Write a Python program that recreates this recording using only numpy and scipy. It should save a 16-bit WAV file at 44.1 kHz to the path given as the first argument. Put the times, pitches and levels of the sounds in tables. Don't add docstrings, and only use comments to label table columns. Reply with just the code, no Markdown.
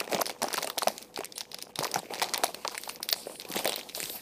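import sys
import numpy as np
from scipy import signal
from scipy.fft import rfft, irfft, next_fast_len
from scipy.io import wavfile
from scipy.ndimage import uniform_filter1d, map_coordinates

SR = 44100
rng = np.random.default_rng(int(sys.argv[2]) if len(sys.argv) > 2 else 0)


def store_wav(level_fs):
    pcm = np.round(np.clip(np.atleast_2d(level_fs), -1, 1) * 32767)
    wavfile.write(sys.argv[1], SR, pcm.T.astype(np.int16))


def decibels_to_gain(level_db):
    exponent = np.asarray(level_db, float) / 20
    return 10 ** exponent


N = 185705
SPAN = 4096
TYPICAL_DB = -20


def unit(x):
    return x / np.sqrt(np.mean(x ** 2) + 1e-20)


def along(points, hz):
    f, v = np.transpose(points)
    return np.interp(np.log(hz + 1), np.log(f + 1), v)


def curve(rows):
    return np.interp(np.arange(N) / SR, *np.transpose(rows))


def summed(*levels_db):
    return 10 * np.log10(sum(decibels_to_gain(2 * db) for db in levels_db) + 1e-12)


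def wobble(knots_hz):
    knots = rng.standard_normal(int(N * 60 / SR) + 4)
    return map_coordinates(knots, [np.arange(N) * np.clip(knots_hz, 0, 60) / SR])


def filtered(x, spectrum):
    m = next_fast_len(N + 8192)
    gain = decibels_to_gain(along(spectrum, np.fft.rfftfreq(m, 1 / SR)))
    return irfft(rfft(x, m) * gain, m)[..., :N]


def mode(hz, width_hz):
    f = np.fft.rfftfreq(SPAN, 1 / SR)
    return 1j * f * width_hz / (hz * hz - f * f + 1j * f * width_hz)


def bursts(count, rise, blow_t60, t60, ring_db, settle_db, settle_t60):
    t = np.arange(SPAN) / SR
    lumps = np.repeat(decibels_to_gain(5.45 * rng.standard_normal((count, SPAN // 64))), 64, axis=1)
    crumble_db = 3.23 * rng.standard_normal((count, 1))
    blow = decibels_to_gain(-60 * t / blow_t60)
    rattle = decibels_to_gain(ring_db + crumble_db - 60 * t / t60 * decibels_to_gain(-crumble_db))
    settling = lumps * decibels_to_gain(settle_db - 60 * t / settle_t60)
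    onset = 1 - np.exp(-t / rise)
    noise = rng.standard_normal((count, SPAN))
    return rfft(noise * onset * (blow + rattle + settling) * (t < .08))


def laid(spectra, s, peak_db):
    rows = irfft(spectra, SPAN)
    rows = rows * (decibels_to_gain(peak_db) / np.abs(signal.hilbert(rows)).max(1))[:, None]
    at = np.round(s * SR).astype(int)[:, None] + np.arange(SPAN)
    return np.bincount(at.clip(0).ravel(), rows.ravel(), N + SPAN)[:N]


# (frequency [Hz], level [dB per Hz])
AIR_SPECTRUM = [(15, -54), (25, -24.5), (206, 2), (416, -3.5), (503, -3), (1260, -78), (2610, -62),
                (14400, -86), (16000, -66)]
# (frequency [Hz], level [dB rms])
FAN_LINES = [(59, -76), (390, -70.5), (490, -61)]


def background():
    t = np.arange(N) / SR
    hum = 0
    for hz, db in FAN_LINES:
        level = decibels_to_gain(db + 3.0 + 0.64 * wobble(5.94))
        hum = hum + level * np.sin(2 * np.pi * hz * t + .8 * wobble(8.6))
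    return hum + decibels_to_gain(-59) * unit(filtered(rng.standard_normal(N), AIR_SPECTRUM))


def bounce(x):
    return x + decibels_to_gain(-7) * np.pad(x, (round(SR / 4500), 0))[:N]


def patchy(patchy_db, size):
    z = signal.stft(rng.standard_normal(N), nperseg=256)[2]
    field = uniform_filter1d(rng.standard_normal(z.shape), size=size, axis=0)
    field = uniform_filter1d(field, size=24, axis=1)
    return signal.istft(z * decibels_to_gain(patchy_db * unit(field)), nperseg=256)[1][:N]


def grit(depth_db):
    return np.repeat(decibels_to_gain(depth_db * rng.standard_normal(N // 48 + 1)), 48)[:N]


def grains(count, level_db, centre_hz, octaves, t60, spread_db, order):
    draw = rng.random((count, 2))
    hz = np.clip(centre_hz * 2 ** (octaves * rng.standard_normal((count, 1))), 300, 14000)
    s = draw[:, 0] * (N - 1) / SR
    size_db = np.minimum(-spread_db * np.log(draw[:, 1] + 1e-9), 6)
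    kick = bursts(count, rise=.0001, blow_t60=t60, t60=3 * t60, ring_db=-18.0, settle_db=-68, settle_t60=.05)
    peak_db = level_db[np.round(s * SR).astype(int)] + size_db
    return laid(kick * mode(hz, 0.61 * hz) ** order, s, peak_db)


def creep(s, peak_db, under_db, t60):
    build_s, follows = .001, .45
    t = np.arange(-SPAN, 4 * SPAN) / SR
    swell = np.where(t < 0, np.exp(t / build_s), decibels_to_gain(-120 * t / t60))
    start_db = TYPICAL_DB + follows * (peak_db - TYPICAL_DB) + under_db
    stir = np.bincount(np.round(s * SR).astype(int).clip(0, N - 1), decibels_to_gain(2 * start_db), N)
    return 10 * np.log10(np.abs(signal.fftconvolve(stir, swell)[SPAN:][:N]) + 1e-12)


# (frequency [Hz], level [dB per Hz])
POUCH_SPECTRUM = [(90, -28), (200, -5.5), (450, -8), (800, 0), (1200, -9.5), (2000, -26)]
FILM_SPECTRUM = [(900, -102), (1500, -2), (2400, 8), (3200, -2), (4500, -18.5), (6500, 2), (13000, -45)]
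SLIDE_SPECTRUM = [(3000, -8.5), (4500, 2.5), (6300, -1), (9000, -2.5), (11200, 1.5), (14000, -4),
                  (15600, 3)]
# (time [s], level [dB])
PALM_PRESSURE = [(0, -35.5), (.06, -48), (.15, -29), (.25, -45.5), (.4, -48), (.45, -37), (.65, -41),
                 (.745, -53.5), (.9, -43), (1.1, -55), (1.76, -53.5), (1.82, -43), (2.45, -41), (2.6, -48),
                 (3.46, -50), (3.56, -35.5), (3.88, -47.5), (4.21, -50.5)]
# (time [s], level [dB])
FINGER_SPEED = [(0, -100), (.78, -62), (.89, -48), (1.1, -71), (1.39, -62), (1.74, -97), (1.82, -59),
                (2.6, -60), (2.9, -49.5), (3.0, -76), (3.105, -55), (3.2, -51), (3.36, -56), (3.45, -61),
                (3.6, -45), (3.93, -60.5), (3.955, -43), (4.14, -49.5)]


def handling():
    s, peak_db, _, _, edge_db = creases()
    pop_s, pop_db, _ = all_pops()
    squeeze_db, rub_db = curve(PALM_PRESSURE), curve(FINGER_SPEED)
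    rest_db, pouch_follows = -37, 1
    pressed_db = rest_db + pouch_follows * (squeeze_db - rest_db) - 1
    pouch_db = summed(pressed_db, creep(pop_s, pop_db, under_db=-23.5, t60=0.1))
    film_db = summed(squeeze_db - 5, rub_db + 1, creep(s, peak_db, under_db=-24, t60=0.11))
    slide_db = summed(rub_db + 5, creep(s, peak_db + edge_db, under_db=-18, t60=0.023))

    grip = wobble(50)
    grip_db = 1.6 * grip
    rustle = unit(filtered(patchy(2.9, size=2), POUCH_SPECTRUM))
    rustle = rustle * decibels_to_gain(pouch_db - 5 + 3.46 * grip + 3.4 * wobble(45))
    rustle = rustle + grains(330, pouch_db + 6.0, centre_hz=520, octaves=0.4, t60=0.0071,
                             spread_db=-0.5, order=2)
    crackle = unit(filtered(grit(4) * patchy(2.5, size=5), FILM_SPECTRUM))
    crackle = crackle * decibels_to_gain(film_db - 4.0 + grip_db)
    crackle = crackle + grains(750, film_db + 6.0, centre_hz=3900, octaves=0.38, t60=0.0016,
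                               spread_db=-0.5, order=1)
    slide = unit(filtered(patchy(1.0, size=6), SLIDE_SPECTRUM))
    slide = slide * decibels_to_gain(slide_db + grip_db + 1.2 * wobble(27.46))
    return rustle + bounce(crackle + slide)


# (time [s], peak [dB], facet ring [Hz], edge share [dB])
GRASP_CREASES = [(.0029, -14, 2470, 1.5), (.1162, -27, 5000, 4), (0.1232, -20, 5580, -4),
                 (0.1314, -15, 2440, -28), (.147, -10.5, 3140, -13), (0.213, -12.5, 5900, -6),
                 (0.216, -10.5, 4900, -16), (0.258, -13.5, 5170, -16), (0.266, -17.5, 4700, 1.5),
                 (0.279, -31, 6650, -13), (0.2958, -22.5, 2300, 2.5), (0.4196, -13.5, 5700, -5.5),
                 (0.4316, -14.5, 4840, 5), (0.53, -16.5, 4800, 1), (0.5412, -14, 4600, -16),
                 (0.544, -24, 3000, -2), (.559, -19, 6700, -13), (0.5714, -14, 5600, -8),
                 (0.5784, -18.5, 4050, 3), (0.586, -15.5, 4500, -10), (0.6253, -26, 2290, 3),
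                 (0.63, -12.5, 6100, -6), (0.645, -21.5, 4360, 2), (0.6737, -20, 2830, 4),
                 (0.7005, -15.5, 3680, -1)]
LIFT_CREASES = [(0.7809, -13, 4070, -3), (0.787, -9, 5700, -4), (0.8182, -20, 4900, -12),
                (0.8262, -18, 6400, 0), (0.8322, -15, 4100, 0), (0.8741, -12.5, 5770, -6),
                (0.8827, -10, 5100, -0.5), (.981, -15, 6630, -31), (1.0265, -26, 4900, 1.5),
                (1.162, -16.5, 3900, -20), (1.175, -23.5, 2410, -2), (1.2456, -23.5, 2310, -20),
                (1.257, -31, 2370, -21), (1.323, -43, 4500, 6), (1.3806, -13.5, 5240, -7),
                (1.408, -13, 5100, -23), (1.4135, -25, 3470, -6), (1.517, -23.5, 3780, -6),
                (1.545, -16, 4630, -10), (1.5871, -23.5, 3750, -3), (1.625, -17, 5000, 0),
                (1.7579, -19, 3900, -11), (1.7905, -10, 4260, -7), (1.796, -21, 3900, -10),
                (1.8316, -28, 3850, 12), (1.836, -17, 4950, -1), (1.8453, -12.5, 4750, -5),
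                (1.869, -21.5, 3770, 4.5), (1.9155, -19, 4750, 1)]
PINCH_CREASES = [(1.943, -7.5, 5500, -5), (1.958, -29, 2300, 9), (1.9902, -22, 7500, -20),
                 (2.1378, -17.5, 2420, -6), (2.188, -23.5, 5300, -14), (2.198, -17, 2160, -17),
                 (2.2175, -13, 3580, -5), (2.2237, -10.5, 4050, -4), (2.232, -11, 4200, -27),
                 (2.243, -15, 4200, -13), (2.2882, -24, 2700, -23), (2.338, -16, 2240, 1),
                 (2.3441, -11, 3540, -9), (2.3781, -15.5, 2350, -4), (2.4372, -6.5, 3850, 0.5),
                 (2.443, -8, 5640, 1), (2.5462, -19, 2540, 2), (2.65, -20.5, 3470, -18),
                 (2.6783, -8.5, 4460, -26), (2.747, -26, 4370, -12), (2.779, -18, 2200, -0.5),
                 (2.8364, -18, 3900, -7), (2.892, -21.5, 4200, 0.5), (2.8964, -19.5, 2880, 0),
                 (2.96, -22.5, 4520, -19), (3.03, -14, 4760, 0), (3.0898, -12.5, 3960, 3),
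                 (3.1004, -17.5, 4500, -7), (3.1279, -2, 4460, -30)]
TEAR_CREASES = [(3.399, -19, 4100, -14), (3.42, -23, 3600, -14), (3.489, -34, 4770, 8),
                (3.5165, -20, 3220, 1), (3.539, -18, 2270, -30), (3.56, -18.5, 3300, 5.5),
                (3.5763, -24, 3830, -21), (3.585, -26, 3970, -14), (3.591, -18, 2480, 0),
                (3.6462, -18.5, 2500, 8), (3.6561, -13.5, 2380, -32), (3.6766, -11, 3850, 1.5),
                (3.6949, -13.5, 3990, 1), (3.7216, -19, 3020, 0.5), (3.731, -18, 3600, -23),
                (3.761, -17, 3980, 6.5), (3.9497, -17.5, 3900, -10), (4.003, -10, 7300, -21),
                (4.03, -20, 2460, 4.5), (4.04, -17.5, 4140, -16), (4.0572, -23, 3600, -27),
                (4.0982, -19.5, 3800, -17)]
# (time [s], peak [dB], facet ring [Hz])
SMALL_CREASES = [(.098, -29, 4730), (.228, -41, 4540), (.303, -24.5, 3420), (.314, -31, 2590),
                 (.4274, -20.5, 3780), (.4844, -19, 5300), (.5057, -28, 2520), (.6167, -27, 4270),
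                 (.6698, -29, 2620), (1.018, -31, 5400), (1.1434, -31, 5500), (1.19, -26.5, 2360),
                 (1.207, -27.5, 2450), (1.6169, -28.5, 2640), (1.8099, -26, 5500), (1.967, -39, 4400),
                 (2.1457, -21.5, 5700), (2.1552, -23, 2350), (2.294, -23, 4500), (2.4799, -30, 2300),
                 (2.7524, -21.5, 2430), (3.14, -34, 3000), (3.4112, -28, 2210), (3.451, -29.5, 2470),
                 (3.7924, -24.5, 2470), (3.7997, -27, 3840), (3.8904, -26.5, 3780), (3.8959, -25.5, 3740),
                 (3.9551, -40, 4030)]


def creases():
    wall_shares_db = (-11.5, -17, -9.5, -9.5)
    small_edge_db, coupling_db, coupling_s = -10, -8, 0.011
    moves = [GRASP_CREASES, LIFT_CREASES, PINCH_CREASES, TEAR_CREASES]
    rows = [np.c_[move, np.full(len(move), db)] for move, db in zip(moves, wall_shares_db)]
    small_shares = np.tile([small_edge_db, wall_shares_db[0]], (len(SMALL_CREASES), 1))
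    rows.append(np.c_[SMALL_CREASES, small_shares])
    s, peak_db, hz, edge_db, wall_db = np.vstack(rows).T
    pop_s, pop_db, _ = all_pops()
    nearness = np.exp(-((s[:, None] - pop_s) / coupling_s) ** 2)
    shaken = (decibels_to_gain(2 * pop_db) * nearness).sum(1)
    shaken_db = 10 * np.log10(shaken + 1e-12) - peak_db + coupling_db
    alone_db = wall_db + 2.5 * np.log2(3500 / hz) + 0.5 * rng.standard_normal(len(s))
    return s, peak_db, hz, summed(alone_db, shaken_db), edge_db


def snaps():
    s, peak_db, hz, body_db, edge_db = creases()
    hz = hz[:, None]
    rattle_db = -12 - .4 * (peak_db[:, None] - TYPICAL_DB)
    kick = bursts(len(s), rise=.00006, blow_t60=0.0011, t60=0.0092, ring_db=rattle_db,
                  settle_db=-38.0, settle_t60=0.22)
    s = s - .0004
    facet = mode(hz, .16 * hz) + decibels_to_gain(-4.5) * mode(4190, 2970) ** 2
    body = mode(2460, 2010) ** 2
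    overtone_hz = np.clip(2 * hz, 8300, 11000)
    sharp_db = -4 + 5 * rng.standard_normal((len(s), 1))
    edge = mode(overtone_hz, 3440) ** 2 + decibels_to_gain(sharp_db) * mode(15160, 7400) ** 2
    out = laid(kick * facet, s, peak_db)
    out = out + laid(kick * body, s, peak_db + body_db)
    return out + laid(kick * edge, s, peak_db + edge_db)


def flicks(rows, blow_t60, damping):
    s, peak_db, hz = np.transpose(rows)
    kick = bursts(len(s), rise=.0001, blow_t60=blow_t60, t60=5 * blow_t60, ring_db=-4.5,
                  settle_db=-60, settle_t60=.05)
    ring = mode(hz[:, None], damping * hz[:, None]) * mode(hz[:, None], 1.32 * hz[:, None])
    return laid(kick * ring, s - 1 / hz, peak_db + 0.5)


# (time [s], peak [dB], facet ring [Hz])
FAINT_CREASES = [(0.0113, -24, 1480), (0.0186, -28, 1810), (0.0425, -31, 3800), (0.0774, -32, 1970),
                 (0.1637, -20.5, 1930), (0.1824, -23, 4890), (0.1894, -27, 2170), (0.2034, -30, 2450),
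                 (0.2722, -23, 5100), (.2965, -25, 1390), (0.4422, -21.5, 4700), (0.4697, -36, 1850),
                 (0.5173, -36, 5040), (0.5347, -24.5, 2780), (.5445, -18, 1480), (0.5526, -33, 2940),
                 (0.5714, -27, 5300), (0.7633, -40, 5420), (0.9649, -36, 4790), (1.2122, -41, 1670),
                 (1.2365, -29, 2480), (1.3231, -24, 4600), (1.4535, -38, 2300), (1.5312, -29, 4250),
                 (1.8055, -35, 5110), (1.85, -25, 2010), (1.8787, -28, 2340), (1.9844, -29, 4550),
                 (2.005, -47, 4500), (2.0582, -36, 2220), (2.1071, -32, 2340), (2.1812, -29, 4260),
                 (2.1985, -33, 4300), (2.3377, -10, 6400), (2.3721, -37, 2170), (2.4058, -36, 2050),
                 (2.4593, -30, 2610), (2.8156, -41, 4500), (2.8787, -35, 3650), (2.8995, -41, 5140),
                 (3.103, -22, 3700), (3.2169, -39, 3970), (3.3571, -31.5, 3030), (3.5033, -32, 5250),
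                 (3.5246, -27.5, 2270), (3.5689, -23, 2080), (3.6033, -32, 4230), (3.7408, -19, 4160),
                 (3.7808, -30, 4790), (3.8119, -28, 2980), (3.8319, -32, 3730), (3.924, -39, 2400),
                 (3.9665, -29, 7250), (3.9791, -29, 4230), (3.9945, -29, 3790), (4.195, -39, 2200)]


def faint_creases():
    return flicks(FAINT_CREASES, blow_t60=.0018, damping=.3)


# (time [s], peak [dB], pouch ring [Hz])
POUCH_POPS = [(.0127, -24.5, 676), (.1321, -16.5, 454), (.1475, -16, 690), (.1956, -17.5, 570),
              (.2074, -23, 1080), (.218, -20, 654), (.2959, -27.5, 615), (.4185, -18.5, 736),
              (.4265, -20.5, 800), (.4414, -17.5, 730), (.5206, -24, 980), (.5453, -28, 575),
              (.5786, -18, 1110), (.6287, -23.5, 734), (.6447, -22.5, 620), (.6758, -25.5, 840),
              (.7008, -22, 1220), (.7737, -21, 735), (.781, -25, 610), (.8309, -17, 710), (.8726, -9, 660),
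              (.885, -20.5, 950), (1.1753, -24.5, 850), (1.1898, -23.5, 425), (1.2078, -23, 740),
              (1.2361, -28.5, 1090), (1.7906, -28.5, 286), (1.808, -22, 520),
              (1.827, -22.5, 940), (1.8352, -25, 660), (1.8509, -21.5, 980), (1.95, -30, 780),
              (1.959, -23, 690), (1.9731, -24, 880), (2.0321, -29, 550), (2.108, -25.5, 597),
              (2.1373, -24.5, 935), (2.2185, -16, 920), (2.2271, -17, 704), (2.337, -20.5, 980),
              (2.3781, -25, 865), (2.4365, -12, 754), (2.544, -31, 593), (2.6494, -19, 844),
              (2.68, -27.5, 950), (2.747, -26.5, 870), (2.8763, -26, 850), (3.003, -30, 840),
              (3.127, -23, 790), (3.2703, -23, 550), (3.502, -30, 288), (3.565, -20.5, 390),
              (3.6469, -34, 720), (3.6546, -16, 617), (3.6774, -22, 460), (3.977, -27, 640),
              (4.0288, -29.5, 458)]


def all_pops():
    return np.array(POUCH_POPS).T


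def pops():
    s, peak_db, hz = all_pops()
    push = bursts(len(s), rise=0.00016, blow_t60=0.003, t60=0.022, ring_db=-8.5,
                  settle_db=-26.0, settle_t60=0.07)
    wall = mode(hz[:, None], 0.31 * hz[:, None]) + decibels_to_gain(-18.5) * mode(540, 430) ** 2
    soft = mode(350, 960)
    return laid(push * wall * soft, s - .0009, peak_db)


# (time [s], peak [dB], ring [Hz])
SEAM_CORNERS = [(.043, -37, 9400), (0.1982, -25, 8790), (0.2076, -23, 11000), (0.2177, -10, 12100),
                (0.2778, -26, 11600), (0.5406, -12.5, 12700), (0.6166, -29, 10410), (1.1901, -27, 9550),
                (1.2456, -21, 9200), (1.2565, -23, 8810), (1.3825, -20, 9460), (1.4129, -36, 8620),
                (1.6337, -33, 9030), (1.802, -30, 9510), (1.8084, -35, 9700), (1.8499, -26, 10620),
                (1.8557, -21, 13660), (1.9844, -36, 9700), (2.2273, -24, 12600), (2.3781, -8.5, 14850),
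                (2.8142, -26, 13500), (2.8463, -39, 14350), (2.8565, -39, 12960), (2.9102, -32, 9750),
                (2.948, -29, 12360), (3.007, -35, 13000), (3.1561, -30, 8450), (3.5006, -21, 13840),
                (3.5246, -23, 14070), (3.6571, -19, 12750), (3.9637, -27, 13200),
                (3.1283, -7, 13200),
    (3.398, -29, 13500),
    (3.411, -31, 13000),
]


def seam_flicks():
    return flicks(SEAM_CORNERS, blow_t60=.0015, damping=.4)


# (time [s], peak [dB], ring [Hz])
WALL_DENTS = [(0.0778, -26, 556), (.1175, -24, 607), (0.1241, -21.5, 575), (0.1891, -21, 870),
              (0.2078, -24, 590), (0.218, -13.5, 720), (0.2662, -28, 555), (0.2779, -30, 590),
              (0.3141, -29.5, 530), (0.3651, -38.5, 730), (0.4308, -17, 804), (0.4855, -24, 930),
              (0.5063, -28, 1160), (0.5445, -25, 383), (0.5721, -30, 1240), (0.5889, -33, 740),
              (0.6457, -31, 603), (0.7869, -28, 576), (0.8222, -15.5, 1110), (0.9041, -28, 570),
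              (1.1763, -31, 930), (1.4128, -31, 890), (1.7895, -21, 780), (1.8712, -29, 490),
              (1.9416, -25.5, 617), (1.9601, -15, 753), (2.0001, -29.5, 736), (2.1069, -31, 520),
              (2.1833, -31, 520), (2.493, -30.5, 620), (2.751, -39, 935), (2.8949, -28, 1100),
              (3.1638, -33, 940), (3.2987, -30, 520), (3.4527, -32, 476), (3.6948, -23.5, 550),
              (3.7214, -30, 625), (3.732, -30, 614), (3.7394, -31, 780), (3.7815, -30.5, 580),
              (3.7921, -48, 725), (4.0035, -35.5, 362), (4.0307, -38, 480), (4.102, -32, 437),
              (1.379, -34.5, 860),
    (1.548, -38, 503),
    (1.59, -38, 890),
    (1.671, -38, 600),
    (1.695, -38, 560),
]


def dents():
    return flicks(WALL_DENTS, blow_t60=.002, damping=.5)


# (time [s], peak [dB], breath [Hz])
BREATHS = [(0.15, -31.5, 215), (0.432, -29, 237), (0.542, -49, 219), (0.872, -32.5, 222),
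           (1.795, -28.5, 152), (1.966, -29.5, 178), (2.437, -45, 200), (3.504, -38.5, 171),
           (3.577, -34, 203), (3.709, -36, 176), (4.038, -38, 160)]


def thuds():
    s, peak_db, hz = np.transpose(BREATHS)
    hz = hz * np.exp(.02 * rng.standard_normal(len(s)))
    push = bursts(len(s), rise=0.0035, blow_t60=0.016, t60=0.051, ring_db=0, settle_db=-40, settle_t60=0.14)
    breath = mode(hz[:, None], 52) ** 2 + decibels_to_gain(-8.5) * mode(220, 300) ** 2
    return laid(push * breath, s - .008, peak_db)


# (start [s], length [s], level [dB], hiss centre [Hz])
FILM_HISSES = [(1.354, 0.063, -47.5, 9300), (1.355, 0.047, -50, 4000), (2.75, 0.07, -54, 9200),
               (2.852, 0.14, -50.5, 13200), (3.024, 0.048, -45, 13100), (3.108, 0.031, -33, 14800),
               (3.158, 0.085, -43, 8900), (3.17, 0.11, -48, 4450), (3.26, 0.17, -49.5, 9100),
               (3.557, 0.07, -37.5, 3300), (3.558, 0.039, -38, 7340), (3.652, 0.081, -38, 3280),
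               (3.718, 0.13, -45.5, 3330), (3.945, 0.15, -47.5, 3900), (3.95, 0.25, -47, 8060),
               (3.951, 0.17, -45, 12700), (4.09, 0.12, -41.5, 12600)]


def strokes():
    rub = unit(patchy(2, size=4) * decibels_to_gain(1.5 * wobble(55)) * grit(2.5))
    hz, t, z = signal.stft(rub, SR, nperseg=256)
    power = 0
    for s, length_s, db, centre_hz in FILM_HISSES:
        on = np.clip((t - s) / .006, 0, 1) * np.clip((s + length_s - t) / (.5 * length_s), 0, 1)
        width_hz = .075 * centre_hz + 550
        band = np.exp(-.5 * ((hz - centre_hz) / width_hz) ** 2)
        power = power + decibels_to_gain(2 * db) * np.outer(band ** 2 / np.mean(band ** 2), on ** 2)
    return signal.istft(z * np.sqrt(power), SR, nperseg=256)[1][:N]


def scene():
    bag = handling() + snaps() + faint_creases() + pops() + seam_flicks() + dents() + thuds() + strokes()
    return (background() + bag)[None]


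def low_pass(x):
    return signal.sosfilt(signal.butter(12, 16490, fs=SR, output="sos"), x)


# (frequency [Hz], level [dB])
BAND_EDGE = [(15150, -1.5), (15450, -43), (16400, -44), (16600, -90)]


def record(dry):
    heard = filtered(dry, BAND_EDGE)
    return low_pass(heard)


dry = scene()
out = record(dry)
store_wav(out)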